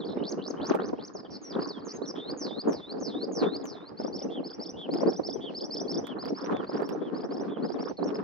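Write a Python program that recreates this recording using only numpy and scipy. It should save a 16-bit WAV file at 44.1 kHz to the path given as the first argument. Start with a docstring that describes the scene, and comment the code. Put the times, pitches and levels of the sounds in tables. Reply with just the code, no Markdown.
"""Open grass under gusty wind: a skylark sings overhead, fainter larks call further off, and a far hush lies behind.
The song is a frequency-modulated near sine: glides, zigzags, trills and buzzes from a two-sided syrinx.
Short faint sweeps give the far calls and low lead-ins to some buzzes; grass and ground scatter a thin haze.
Wind is filtered noise modulated in lumps, with thumps and flaps at two microphone ports.
Crackles and ticks are brief snaps, most of them much stronger at one port."""
import sys
import numpy as np
from scipy import signal
from scipy.fft import rfft, irfft, next_fast_len
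from scipy.io import wavfile
from scipy.ndimage import uniform_filter1d

SR = 44100
rng = np.random.default_rng(int(sys.argv[2]) if len(sys.argv) > 2 else 0)


def to_wav(s):
    """Save 16-bit WAV."""
    ch = np.atleast_2d(s).T  # columns
    pcm = np.round(np.clip(ch, -1, 1) * 32767)  # PCM
    wavfile.write(sys.argv[1], SR, pcm.astype(np.int16))


N = 362943


def amp(db):
    """Decibel law: amplitude ratio of a level in dB."""
    return 10 ** (np.asarray(db) / 20)


def evened(x):
    """Normalisation: scales each channel to an rms of 1."""
    return x / np.sqrt(np.mean(x ** 2, -1, keepdims=True) + 1e-20)


def coloured(x, points):
    """Linear filtering: multiplies the spectrum by gains joined between points on a log frequency axis."""
    size = next_fast_len(x.shape[-1] + 4096, real=True)
    f, db = np.transpose(points)
    bins_hz = np.fft.rfftfreq(size, 1 / SR)
    gain = amp(np.interp(np.log(bins_hz + 1), np.log(f), db))
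    return irfft(rfft(x, size) * gain, size)[..., :x.shape[-1]]


def wander(hz, channels):
    """Band-limited chance: noise of rms 1 that moves up to about hz times a second."""
    band = [(hz / 6, -12), (hz / 3, 0), (hz, -6), (hz * 3, -40), (hz * 12, -110)]
    return evened(coloured(rng.standard_normal((channels, N)), band))


def add(mix, s, sound):
    """Superposition: adds a sound to the mix from time s on."""
    part = mix[..., round(s * SR):][..., :sound.shape[-1]]
    part += sound[..., :part.shape[-1]]


def panned(sound, pan_db):
    """Level difference: the louder port keeps the level, the other falls by pan_db (plus is left)."""
    return sound * amp(np.minimum([[pan_db], [-pan_db]], 0))


# overall colour of the far hush: (f/Hz, gain/dB)
HUSH_COLOUR = [(25, -15.5), (45, -12.5), (70, -1.5), (100, 3.5), (300, 10.5), (1900, -11.5), (2100, -13.5),
               (5500, -25), (6500, -51), (7200, -83), (15000, -85.5)]


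def air():
    """Independent modulation: a far hush whose low, middle and high parts drift apart."""
    bands = [[(900, -5.5), (1800, -34.5)],
             [(1000, -30), (2000, -7.0), (3000, -10.5), (4200, -23.0)],
             [(2800, -24.5), (4200, -3.5)]]
    hush = np.zeros((2, N))
    for band in bands:
        drift = amp(5.2 * wander(9.7, channels=1))
        hush += coloured(rng.standard_normal((2, N)) * drift, band)
    return amp(-49.5) * evened(coloured(hush, HUSH_COLOUR))


# the breeze between gusts: (t/s, strength level/dB, upper rustle level against it/dB)
BREEZE = [(0, -38.5, -22), (.2, -35.5, -25.5), (0.548, -40, -16.5), (.9, -39.5, -21), (1.098, -50.5, -11.5),
          (1.44, -48.5, -18), (1.75, -45, -12.5), (2.5, -37.5, -21), (2.95, -38.5, -21), (3.3, -35.5, -27),
          (3.55, -37, -22.5), (3.849, -50, -9.5), (4.099, -39.5, -26.5), (4.449, -35, -29),
          (4.802, -47.5, -19), (4.919, -34, -31.5), (5.198, -41, -26), (5.8, -40, -25), (6.201, -39, -14),
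          (6.598, -38, -12), (7.0, -35.5, -19.5), (7.801, -35, -21), (8.23, -34.5, -15)]
# gusts (plus) and lulls (minus): (middle t/s, length/s, change of strength/dB, change of rustle against it/dB)
GUSTS = [(0.748, 0.49, 6.5, 7.5), (1.587, 0.24, 16, 1.5), (2.612, 0.048, -15.5, 13.5), (2.688, 0.1, 12, -1),
         (2.84, 0.2, -16, 9.5), (3.439, 0.21, 9.5, 9.5), (4.061, 0.11, 8.5, 2), (4.525, 0.2, -13, 13),
         (5.054, 0.3, 10.5, 5.5), (5.945, 0.35, 6.5, -6), (6.331, 0.11, 4, -26), (6.387, 0.1, -8.5, 13),
         (6.518, 0.15, 9, -1), (6.672, 0.063, -12.5, 3.5), (6.722, 0.049, -8, 8.5), (6.817, 0.12, 7.5, 4),
         (7.882, 0.058, -4.5, 13.5), (7.954, 0.12, -35, -6), (8.041, 0.33, 4.5, -5.5)]


def wind_strength():
    """Superposed envelopes: the breeze's strength and rustle in dB plus a smooth swell for each gust or lull."""
    t = np.arange(N) / SR
    s, *curves = np.transpose(BREEZE)
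    out = np.array([np.interp(t, s, c) for c in curves])
    for middle, length, *change_db in GUSTS:
        swell = np.hanning(round(length * SR))
        add(out, middle - length / 2, np.outer(change_db, swell))
    return out


# sizes of eddy, as the pitch each one rumbles at: (f/Hz)
EDDIES = [151.5, 286.8, 462.7, 767]
# colour of the low wind: (f/Hz, gain/dB)
BODY = [(60, -75.5), (100, -37.5), (190, 4), (290, 2.5), (420, 1), (900, -19), (1300, -47), (3000, -99)]
# colour of the upper rustle: (f/Hz, gain/dB)
RUSTLE = [(500, -30), (1050, 2.5), (1850, -10.5), (2050, -27), (2600, -61.5)]
# colour of the top of the rustle: (f/Hz, gain/dB)
SPIT = [(1700, -63.5), (2100, -21), (3500, -26.5), (6000, -44), (6800, -48), (7800, -66), (9500, -100)]


def wind():
    """Turbulence: eddies of several sizes roll over both ports at once but push each in its own way."""
    width = 2.1  # frequency ratio at which an eddy has fallen 30 dB
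    top_db = 11  # soft ceiling of the lumps
    strength_db, sharp_db = wind_strength()
    lumps_db = 4 * wander(22, channels=1) + 3.3 * wander(41, channels=2)
    push = amp(strength_db) * rng.standard_normal((2, N))
    push = push + 0.085 * push[::-1]  # a little of each port in the other

    body = np.zeros((2, N))
    for hz in EDDIES:
        eddy_db = lumps_db + 5.2 * wander(28, channels=2)
        lumpy = push * amp(top_db * np.tanh(eddy_db / top_db))
        body += coloured(lumpy, [(hz / width, -30), (hz, 0), (hz * width, -30)])

    flicker_db = 3.66 * wander(300, channels=2) + 2.77 * wander(110, channels=2)
    fizz_db = sharp_db + top_db * np.tanh(0.82 * lumps_db / top_db) + flicker_db
    fizz = push * amp(fizz_db)
    spit = fizz * amp(6 * wander(21, channels=1) - 3.5)
    upper = amp(18) * (coloured(fizz, RUSTLE) + coloured(spit, SPIT))
    return amp(17) * coloured(body, BODY) + panned(upper, -2.8)


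# colour of a small buffet: (f/Hz, gain/dB)
FLAP = [(60, -56), (150, -23), (350, 6.5), (700, 3), (1300, -17.5), (2000, -26), (4000, -45), (7000, -68.5)]


def flaps():
    """Poisson impulses: small eddies slap each port at random in short sharp puffs that grow with the wind."""
    per_s, above_wind_db, spread_db = 22, 20.5, 3.5
    rise_s, fall_s = 0.0025, 0.0034
    sizes = amp(spread_db * rng.standard_normal((2, N)))
    slaps = (rng.random((2, N)) < per_s / SR) * sizes
    t = np.arange(1024) / SR
    puff = np.minimum(t / rise_s, 1) * np.exp(-t / fall_s)
    puffs = signal.oaconvolve(slaps, puff[None], axes=1)[:, :N]
    strength = amp(wind_strength()[0] + above_wind_db)
    return coloured(strength * puffs * rng.standard_normal((2, N)), FLAP)


# single large buffets: (t/s, relative level/dB, left-right level/dB)
THUMPS = [(0.169, -21.5, -8.5), (0.222, -22.5, -6.5), (0.503, -25, 2), (0.708, -10, 4),
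          (0.744, -11.5, -2.5), (0.792, -22.5, -1), (0.814, -23, -2), (0.93, -20, 0.5), (0.986, -28, -3.5),
          (1.149, -26.5, -2), (1.56, -16, 11.5), (1.704, -27, 1), (2.015, -21, -7.5), (2.673, -18, 2),
          (3.021, -25, 27.5), (3.427, -24.5, -6.5), (3.998, -22, 0.5), (4.044, -19, 13), (4.887, -25.5, 5),
          (4.96, -24, -1.5), (5.03, -14, -7), (5.06, -16, 8), (5.193, -16, -8), (5.356, -22, 23),
          (5.495, -27.5, 4), (6.181, -30, -9.5), (6.303, -22, -6), (6.598, -21.5, -2.5), (6.691, -25, 0),
          (6.751, -21.5, -0.5), (6.8, -22.5, 0.5), (7.91, -20, -14.5), (7.986, -23.5, -12.5)]
# colour of a large buffet: (f/Hz, gain/dB)
THUMP = [(90, -44), (190, 1), (420, 5), (900, -7.5), (1600, -27), (2200, -45), (7000, -62.5), (7500, -100)]


def thumps():
    """Damped pressure pulse: each large eddy is a quick puff of low noise that dies in a few cycles."""
    out, t = np.zeros((2, N)), np.arange(2048) / SR
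    envelope = np.minimum(t / 0.0071, 1) * np.exp(-t / 0.005)
    for s, db, pan_db in THUMPS:
        puff = rng.standard_normal((2, len(t))) * envelope
        add(out, s, panned(amp(db + 21.0) * puff, pan_db))
    return coloured(out, THUMP)


# crackles, most of them in one port: (t/s, relative level/dB, left-right level/dB)
CRACKLES = [(0.652, -50.5, 20), (0.7472, -42, 16), (0.7532, -42, -16), (2.7294, -45, 39),
            (3.655, -43.5, 32.5), (4.939, -43.5, -25), (5.063, -59.5, -9), (6.0697, -41, -39.5),
            (6.2564, -46, -44), (6.8193, -46, -36), (6.8906, -39.5, -41)]


def crackles():
    """Impulsive noise: a thin wide-band tick over weak noise that dies more slowly."""
    out, t = np.zeros((2, N)), np.arange(512) / SR
    envelope = np.exp(-t / 0.0006) + 0.16 * np.exp(-t / 0.028)
    for s, db, pan_db in CRACKLES:
        snap = amp(db + 2.5) * rng.standard_normal(len(t)) * envelope
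        add(out, s, panned(snap, pan_db))
    return coloured(out, [(150, -51), (1000, 29.5), (7000, -2.5), (15000, -3)])


# duller ticks of the membrane, each heard 1 ms after t: (t/s, relative level/dB, left-right level/dB)
TICKS = [(2.4672, -31, -28), (5.5381, -39, -8), (6.4444, -30, -34), (6.461, -25.5, -39.5),
         (6.47, -29, -24.0), (6.5033, -40, -18), (6.5117, -54, -24), (6.5367, -39, -29), (6.5678, -25, -33),
         (6.8019, -32, -20), (6.833, -51, -25.5), (7.0857, -45, -8), (7.188, -47, -13), (7.2544, -62, -1.5),
         (7.498, -41, -13.5), (7.6664, -55, -17.0), (7.8385, -33.5, -26), (7.8952, -58, -23.5),
         (8.1556, -29.5, -19)]
# colour of a tick: (f/Hz, gain/dB)
TICK = [(150, -50), (600, -10), (1200, 0), (2500, -7), (5000, -19), (7000, -28), (7800, -52), (10000, -75)]


def ticks():
    """Impulse response: filtered single snaps, stronger at right, over a random patter that follows the rustle."""
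    per_s, above_rustle_db, spread_db = 98, 10, 5.5
    level_db = wind_strength().sum(0) + above_rustle_db + spread_db * rng.standard_normal(N)
    patter = (rng.random(N) < per_s / SR) * amp(level_db)
    out = panned(patter * rng.choice([-1, 1], N), -11.5)
    for s, db, pan_db in TICKS:
        add(out, s + .001, panned(amp(db + 22) * np.ones(1), pan_db))
    return coloured(out, TICK)


def field(x, t60=0.04, far_t60=0.25, far_db=-5):
    """Diffuse scattering: grass and ground return a thin haze, different at each port, near part and slower far part."""
    t = np.arange(SR // 2) / SR
    decay = amp(-60 * t / t60) + amp(far_db - 60 * t / far_t60)
    tail = rng.standard_normal((2, len(t))) * decay
    return signal.oaconvolve(x[None], tail / np.linalg.norm(tail[0]), axes=1)[:, :N]


QUIVER = signal.butter(2, 260, fs=SR, output="sos")  # lowpass at 260 Hz


def note(shape, trill, factor=1, scoop=1, rise_s=0.004, rough=1):
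    """Frequency modulation: a near sine with a weak octave; a trill saws the pitch and chokes the air at each reset."""
    s, hz, db = np.transpose(shape)
    t = np.arange(0, s[-1] - s[0], 1 / SR)
    trill_s, *trill_curves = np.transpose(trill)
    rate, swing, throb = (np.interp(t, trill_s, c) for c in trill_curves)
    # no two pulses alike
    unsteady = rough * evened(signal.sosfiltfilt(QUIVER, rng.standard_normal((2, len(t)))))
    beat = np.cumsum(rate * (1 + 0.15 * unsteady[0]) / SR) % 1
    saw = beat ** scoop - 1 / (1 + scoop)
    pitch = factor * (np.interp(t, s - s[0], hz) + swing * saw)
    smooth_pitch = uniform_filter1d(uniform_filter1d(pitch, size=20), size=20)
    turns = 2 * np.pi * np.cumsum(smooth_pitch) / SR

    breath = 1 - np.clip(throb, 0, 1) * np.cos(np.pi * beat) ** 4 * (rate > 0)
    breath = breath * amp(4 * throb * unsteady[1])  # rasp
    edges = signal.windows.tukey(len(t), min(1, 300 / len(t)))
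    level = np.sqrt(2) * amp(np.interp(t, s - s[0], db)) * breath * edges
    level = level * np.minimum(t / min(rise_s, t[-1] / 3), 1)
    return level * (np.sin(turns) + amp(-51) * np.sin(2 * turns))


def swoop(start, length, first_hz, middle_hz, last_hz, db, swell_db):
    """Parabolic glide: a smooth bend of pitch through three points, under a steady swell in dB."""
    u = np.linspace(-1, 1, 9)
    slope = (last_hz - first_hz) / 2
    bend = (first_hz + last_hz) / 2 - middle_hz
    hz = middle_hz + slope * u + bend * u ** 2
    return np.transpose([start + length * (u + 1) / 2, hz, db + swell_db * u / 2])


# short faint sweeps: far calls, and low lead-ins just before some buzzes:
# (t/s, length/s, first f/Hz, last f/Hz, relative level/dB)
FAINT = [(1.95, 0.043, 3990, 3900, -68.5), (2.782, 0.029, 5100, 4760, -68), (2.948, 0.016, 4900, 4160, -64),
         (2.977, 0.024, 4100, 5760, -58.5), (3.004, 0.015, 5630, 4080, -61),
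         (3.268, 0.0097, 4800, 6200, -62.5), (0.298, 0.053, 4670, 4550, -68),
         (0.691, 0.048, 3550, 3100, -63), (1.208, 0.074, 4630, 4700, -69), (2.476, 0.052, 4720, 4990, -63),
         (3.58, 0.017, 4390, 5650, -62), (3.597, 0.012, 4340, 5580, -56.5),
         (3.609, 0.0094, 4430, 5640, -53), (3.612, 0.024, 5000, 2880, -62), (4.2, 0.041, 3450, 2550, -68.5),
         (4.283, .025, 2650, 2880, -66), (4.727, 0.054, 2710, 3055, -65), (5.015, 0.039, 5020, 4200, -65),
         (5.343, 0.049, 3580, 2944, -68), (5.422, 0.016, 4180, 5085, -68), (5.428, 0.031, 5070, 4100, -66),
         (5.841, 0.025, 3320, 3320, -63), (6.6, 0.15, 4670, 4760, -68), (7.429, 0.024, 5630, 4700, -73),
         (7.452, .018, 4250, 4165, -79), (7.572, 0.029, 3170, 3500, -64), (7.598, 0.016, 3150, 2900, -70.5),
         (2.265, 0.041, 2954, 3330, -72), (0.17, 0.042, 3650, 3714, -66.5), (7.741, 0.038, 4100, 2940, -66),
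         (7.891, 0.026, 4700, 4300, -65)]
# a far lark's fading runs of falling pips: (start t/s, relative level/dB)
PIP_RUNS = [(0.096, -60), (.91, -70)]


def faint_sweeps():
    """Swept tones: short faint glides that swell and fade, for far calls, pips and lead-ins to some buzzes."""
    count, gap_s, pip_s, first_pip_hz, last_pip_hz, fade_db = 6, .0229, .012, 5750, 4650, -1.8
    pips = [(s + k * gap_s, pip_s, first_pip_hz, last_pip_hz, db + k * fade_db)
            for s, db in PIP_RUNS for k in range(count)]
    out = np.zeros(N)
    for s, length, first_hz, last_hz, db in FAINT + pips:
        sweep = note([(0, first_hz, db), (length, last_hz, db)], [(0, 140, 120, 0.45)])
        add(out, s, amp(-0.5) * sweep * signal.windows.tukey(len(sweep), .7))
    return out


# syllable shapes: (t/s within the syllable, f/Hz, relative level/dB)
CLIMB = [(0.0, 2500, -62.5), (0.02, 3200, -56), (0.045, 3950, -56.5), (0.058, 4400, -51),
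         (0.07, 5100, -50.5), (0.081, 6130, -57), (0.089, 6300, -59.5), (0.098, 6000, -50),
         (0.104, 4540, -48.5), (0.108, 3200, -69)]
FALL = [(0.0, 6750, -61.5), (0.014, 6560, -54.5), (0.03, 6100, -49.5), (0.05, 5530, -44),
        (0.075, 4980, -44.5), (0.11, 3950, -54.5), (0.13, 3580, -56), (0.153, 3530, -53)]
RISE = [(0.0, 3510, -49), (0.0274, 3574, -46.5), (0.0589, 3955, -52.5), (0.0808, 4250, -41.5),
        (0.1003, 4856, -41), (0.1043, 4960, -40), (0.107, 4340, -55.5), (0.113, 2980, -64)]
BUZZ = [(0.005, 3310, -60.5), (0.016, 3346, -53.5), (0.0304, 3450, -50), (0.0619, 3420, -47),
        (0.09, 3060, -49), (0.101, 2830, -57.5), (0.112, 2400, -65.5)]
GRACE = [(0, 2980, -59), (.014, 3260, -63), (.025, 3220, -48)]
# how a trill shakes each shape: (t/s from its start, pulse rate/Hz, pitch swing/Hz, throb 0-1)
CLIMB_TRILL = [(0, 140, 259, 0.66), (.05, 139, 251, 0.79), (0.064, 140, 1.5, 0.061)]
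FALL_TRILL = [(0, 102.6, 522, 1), (0.062, 99.8, 1435, 0.83), (0.071, 195, 1100, .8), (.125, 225, 900, 0.6),
              (.153, 230, 250, 0.3)]
RISE_TRILL = [(0, 117, 0, 0.12), (0.059, 119, 0.0019, 0.74), (.1, 150, 0, .3)]
BUZZ_TRILL = [(0, 183.4, -520, .9), (.05, 184.6, -380, 0.6), (.075, 176, -150, 0.4), (.12, 163, -50, 0.3)]
GRACE_TRILL = [(0, 140, 150, 0.5)]
# when each shape is sung: (t/s, gain/dB, pitch factor)
CLIMBS = [(0.222, 4.5, 1.04), (0.408, 1, 1.04), (0.599, 2.5, 1.033), (0.788, -4.5, 1.01),
          (0.98, -3.5, 1.015)]
FALLS = [(2.372, 2.5, 0.99), (2.679, -4, 1.0), (2.998, 1, 0.97), (3.319, 2, 0.98), (3.637, -5, 1)]
RISES = [(2.2132, -2, 1.013), (2.514, -1.5, 1.01), (2.823, -5.5, 0.99), (3.144, -2, 1.017),
         (3.465, -1.5, 1.009), (3.79, -14, 1.007)]
BUZZES = [(4.294, -3, 1), (4.76, 0, 1), (5.399, 1, 0.99), (6.033, -3, 0.99), (6.5192, -9.5, 1.02),
          (6.996, -13.5, 1.005), (7.473, -11.5, 1.01)]
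GRACES = [(0.186, -1.5, 0.92), (0.379, -2.5, 0.91), (0.566, -3, 0.96), (0.954, -14, 1)]


def syllables(song):
    """Repeated motifs: each trilled shape returns with its own gain and pitch factor."""
    for shape, trill, sung, rough in [(CLIMB, CLIMB_TRILL, CLIMBS, 1),
                                      (FALL, FALL_TRILL, FALLS, .65),
                                      (RISE, RISE_TRILL, RISES, .5),
                                      (BUZZ, BUZZ_TRILL, BUZZES, .4),
                                      (GRACE, GRACE_TRILL, GRACES, .5)]:
        for s, db, factor in sung:
            add(song, s + shape[0][0], amp(db) * note(shape, trill, factor, rough=rough))


def flicks():
    """Second source: the other voice flicks upward above the climb, faster and faster and louder."""
    count, first_s, gap_s, quickens, length_s = 5, .0145, .015, .935, .0055
    from_hz, to_hz, sinks_hz = 300, 1500, 150  # start and end above the climb; lower by sinks_hz each time
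    first_db, grows_db = -53.5, 3
    s, hz, _ = np.transpose(CLIMB)
    gaps = gap_s * quickens ** np.arange(count - 1)
    starts = first_s + np.cumsum(np.r_[0, gaps])
    under_hz = np.interp(starts, s, hz) - sinks_hz * np.arange(count)
    return [(start, length_s, f + from_hz, f + (from_hz + to_hz) / 2, f + to_hz, first_db + k * grows_db, 0)
            for k, (start, f) in enumerate(zip(starts, under_hz))]


# no trill: (t/s, pulse rate/Hz, pitch swing/Hz, throb 0-1)
PLAIN = [(0, 0, 0, 0)]
# strokes of a zigzag:
# (t/s from its start, length/s, first f/Hz, middle f/Hz, last f/Hz, relative level/dB, swell/dB)
STROKES = [(0, 0.047, 4040, 4883, 5340, -43, 8), (.045, 0.0065, 5100, 4220, 2900, -51.5, -9),
           (.05, 0.012, 5180, 4180, 5250, -53.5, -0.5), (.058, 0.0099, 2840, 3400, 3900, -55.5, 1.5),
           (.064, .014, 4420, 5030, 5520, -41.5, -8), (.0765, .008, 5500, 4900, 4200, -41.5, 5),
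           (.087, 0.011, 2980, 3390, 3600, -57, 9.5), (.094, 0.032, 4475, 5570, 5734, -45, -14)]
# when zigzags are sung: (t/s, gain/dB, pitch factor)
ZIGZAGS = [(3.969, -9, 1.017), (4.124, -4, 1.042), (4.4359, -7, 0.993), (4.594, -4.5, 1.034),
           (4.905, -4.5, 0.99), (5.065, -5.5, 1.042), (5.231, -1.5, 1.038), (5.543, -0.5, 1),
           (5.703, 1.5, 1.028), (5.8764, 0.5, 1.0344), (6.184, -6.5, 0.98), (6.344, -8.5, 1.0293),
           (6.6657, -11.5, 0.99), (6.824, -15, 1.05), (7.1405, -13.5, 0.99), (7.302, -13, 1.027),
           (7.622, -11.5, 0.98), (7.785, -10.5, 1.0386)]


def zigzags_and_flicks(song):
    """Piecewise glides: plain strokes chained or overlapped, in zigzags and above the climbs."""
    for strokes, sung in [(STROKES, ZIGZAGS), (flicks(), CLIMBS)]:
        for s, db, factor in sung:
            for row in strokes:
                stroke = note(swoop(*row), PLAIN, factor, rise_s=row[1] / 6)
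                add(song, s + row[0], amp(db) * stroke)


# whistles sung once: (t/s, length/s, first f/Hz, middle f/Hz, last f/Hz, relative level/dB, swell/dB)
WHISTLES = [(0.044, 0.022, 4287, 4760, 5530, -56, -8), (0.065, 0.0184, 4030, 4600, 5040, -53.5, -1),
            (1.134, 0.043, 6900, 5820, 4610, -56.5, 20), (1.175, 0.0091, 4930, 4400, 3900, -57, -5),
            (1.18, 0.0259, 5780, 5180, 5000, -55, 12), (1.202, 0.0071, 4900, 4330, 3600, -60, -4),
            (1.413, 0.037, 6670, 6400, 5800, -60, 21), (1.447, 0.05, 5800, 5640, 5620, -53, -10),
            (1.496, 0.028, 5610, 4970, 4500, -49, 5), (1.518, 0.013, 5800, 4240, 2970, -55, 4),
            (1.534, 0.015, 3020, 3690, 4500, -54.5, -16), (1.548, 0.0099, 4580, 3670, 3000, -52.5, 9),
            (1.594, 0.021, 4440, 4600, 5430, -57, 10), (1.613, 0.021, 3980, 4810, 5050, -44.5, 11),
            (1.632, .007, 5200, 4400, 3500, -50, -5), (1.642, 0.016, 4380, 4710, 5170, -45.5, -7),
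            (1.653, 0.0069, 5000, 4340, 3600, -53, -4), (1.67, 0.013, 6440, 5940, 4100, -52, 20),
            (1.685, 0.035, 5700, 4700, 4305, -47.5, -5), (1.689, 0.1, 4880, 3630, 3200, -57, -1),
            (1.791, 0.028, 5250, 4550, 3560, -65, -6), (1.816, 0.032, 3830, 4700, 3700, -66.5, 1),
            (1.935, 0.04, 6800, 6380, 6450, -55.5, 7), (2.017, 0.047, 3500, 4440, 3300, -57, 0),
            (2.051, 0.021, 4990, 5500, 6070, -54, 7), (7.968, 0.0089, 3300, 4440, 4540, -55, 2),
            (7.972, 0.028, 4510, 4180, 4020, -57, -13), (8.015, 0.033, 3933, 4340, 6010, -58, 20),
            (8.047, 0.013, 6100, 6470, 6100, -67, -4), (8.057, 0.036, 6470, 5570, 5350, -54.5, 10),
            (8.141, 0.0091, 3970, 4870, 5430, -54, 9), (8.145, 0.023, 5370, 5210, 5400, -49, 1),
            (8.167, 0.0052, 5420, 4530, 4110, -51, -13)]
# trills sung once: (columns as for whistles, then pulse rate/Hz, pitch swing/Hz, throb 0-1)
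TRILLS = [(0.0, 0.044, 4350, 3470, 3410, -52.5, 0.91, 191, 299, 0.62),
          (1.245, 0.028, 3800, 3190, 3240, -62, 6.5, 172.6, 405, 0.8),
          (1.301, 0.074, 5390, 4990, 4680, -51.5, 6.4, 96.5, 1500, 0.39),
          (1.846, 0.04, 6530, 6380, 5700, -54, 10, 114, 705, 1),
          (1.88, 0.047, 5300, 5100, 5430, -47.5, 5.6, 86.5, 1797, 0.56),
          (2.072, 0.044, 6050, 5520, 5170, -45, 3.6, 111.4, -900, 0.077),
          (2.151, 0.068, 3380, 3400, 3520, -52.5, 7.1, 193, 650, 0.76)]
# one trill whose pulses scoop up and hold: (columns as for trills)
PURR = (.082, .058, 3900, 3900, 3850, -56, -2, 140, 1700, .25)


def lark():
    """Scintillation: the whole song shimmers a little in level on its way down through turbulent air."""
    song = np.zeros(N)
    syllables(song)
    zigzags_and_flicks(song)
    for row in WHISTLES:
        add(song, row[0], note(swoop(*row), PLAIN))
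    for row in TRILLS:
        add(song, row[0], note(swoop(*row[:7]), [(0, *row[7:])], rise_s=0.0061))
    add(song, PURR[0], note(swoop(*PURR[:7]), [(0, *PURR[7:])], scoop=.3))
    return song * amp(0.87 * wander(430, channels=1)[0])


# colour of the birds as they arrive, falling at the top of the treble: (f/Hz, gain/dB)
REACH = [(6600, -1), (7000, 12), (7700, 7), (9500, 1.5), (11500, -4), (13000, -46)]


def scene():
    """Superposition: direct birdsong, its scattered haze, and the wind at both ports."""
    birds = coloured(lark() + faint_sweeps(), REACH)
    direct = np.array([birds, np.roll(birds, 1)])  # the song reaches the left port one sample sooner
    song = amp(5.0) * direct + amp(-3.5) * field(birds)
    return air() + wind() + flaps() + thumps() + crackles() + ticks() + song


def record(dry):
    """Band limitation: the recorder's linear-phase lowpass at 15.8 kHz."""
    padded = np.pad(dry, ((0, 0), (255, 255)), "reflect")
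    lowpass = signal.firwin(511, 15800, window=("kaiser", 9), fs=SR)
    return signal.oaconvolve(padded, lowpass[None], "valid", axes=1)


dry = scene()
out = record(dry)
to_wav(out)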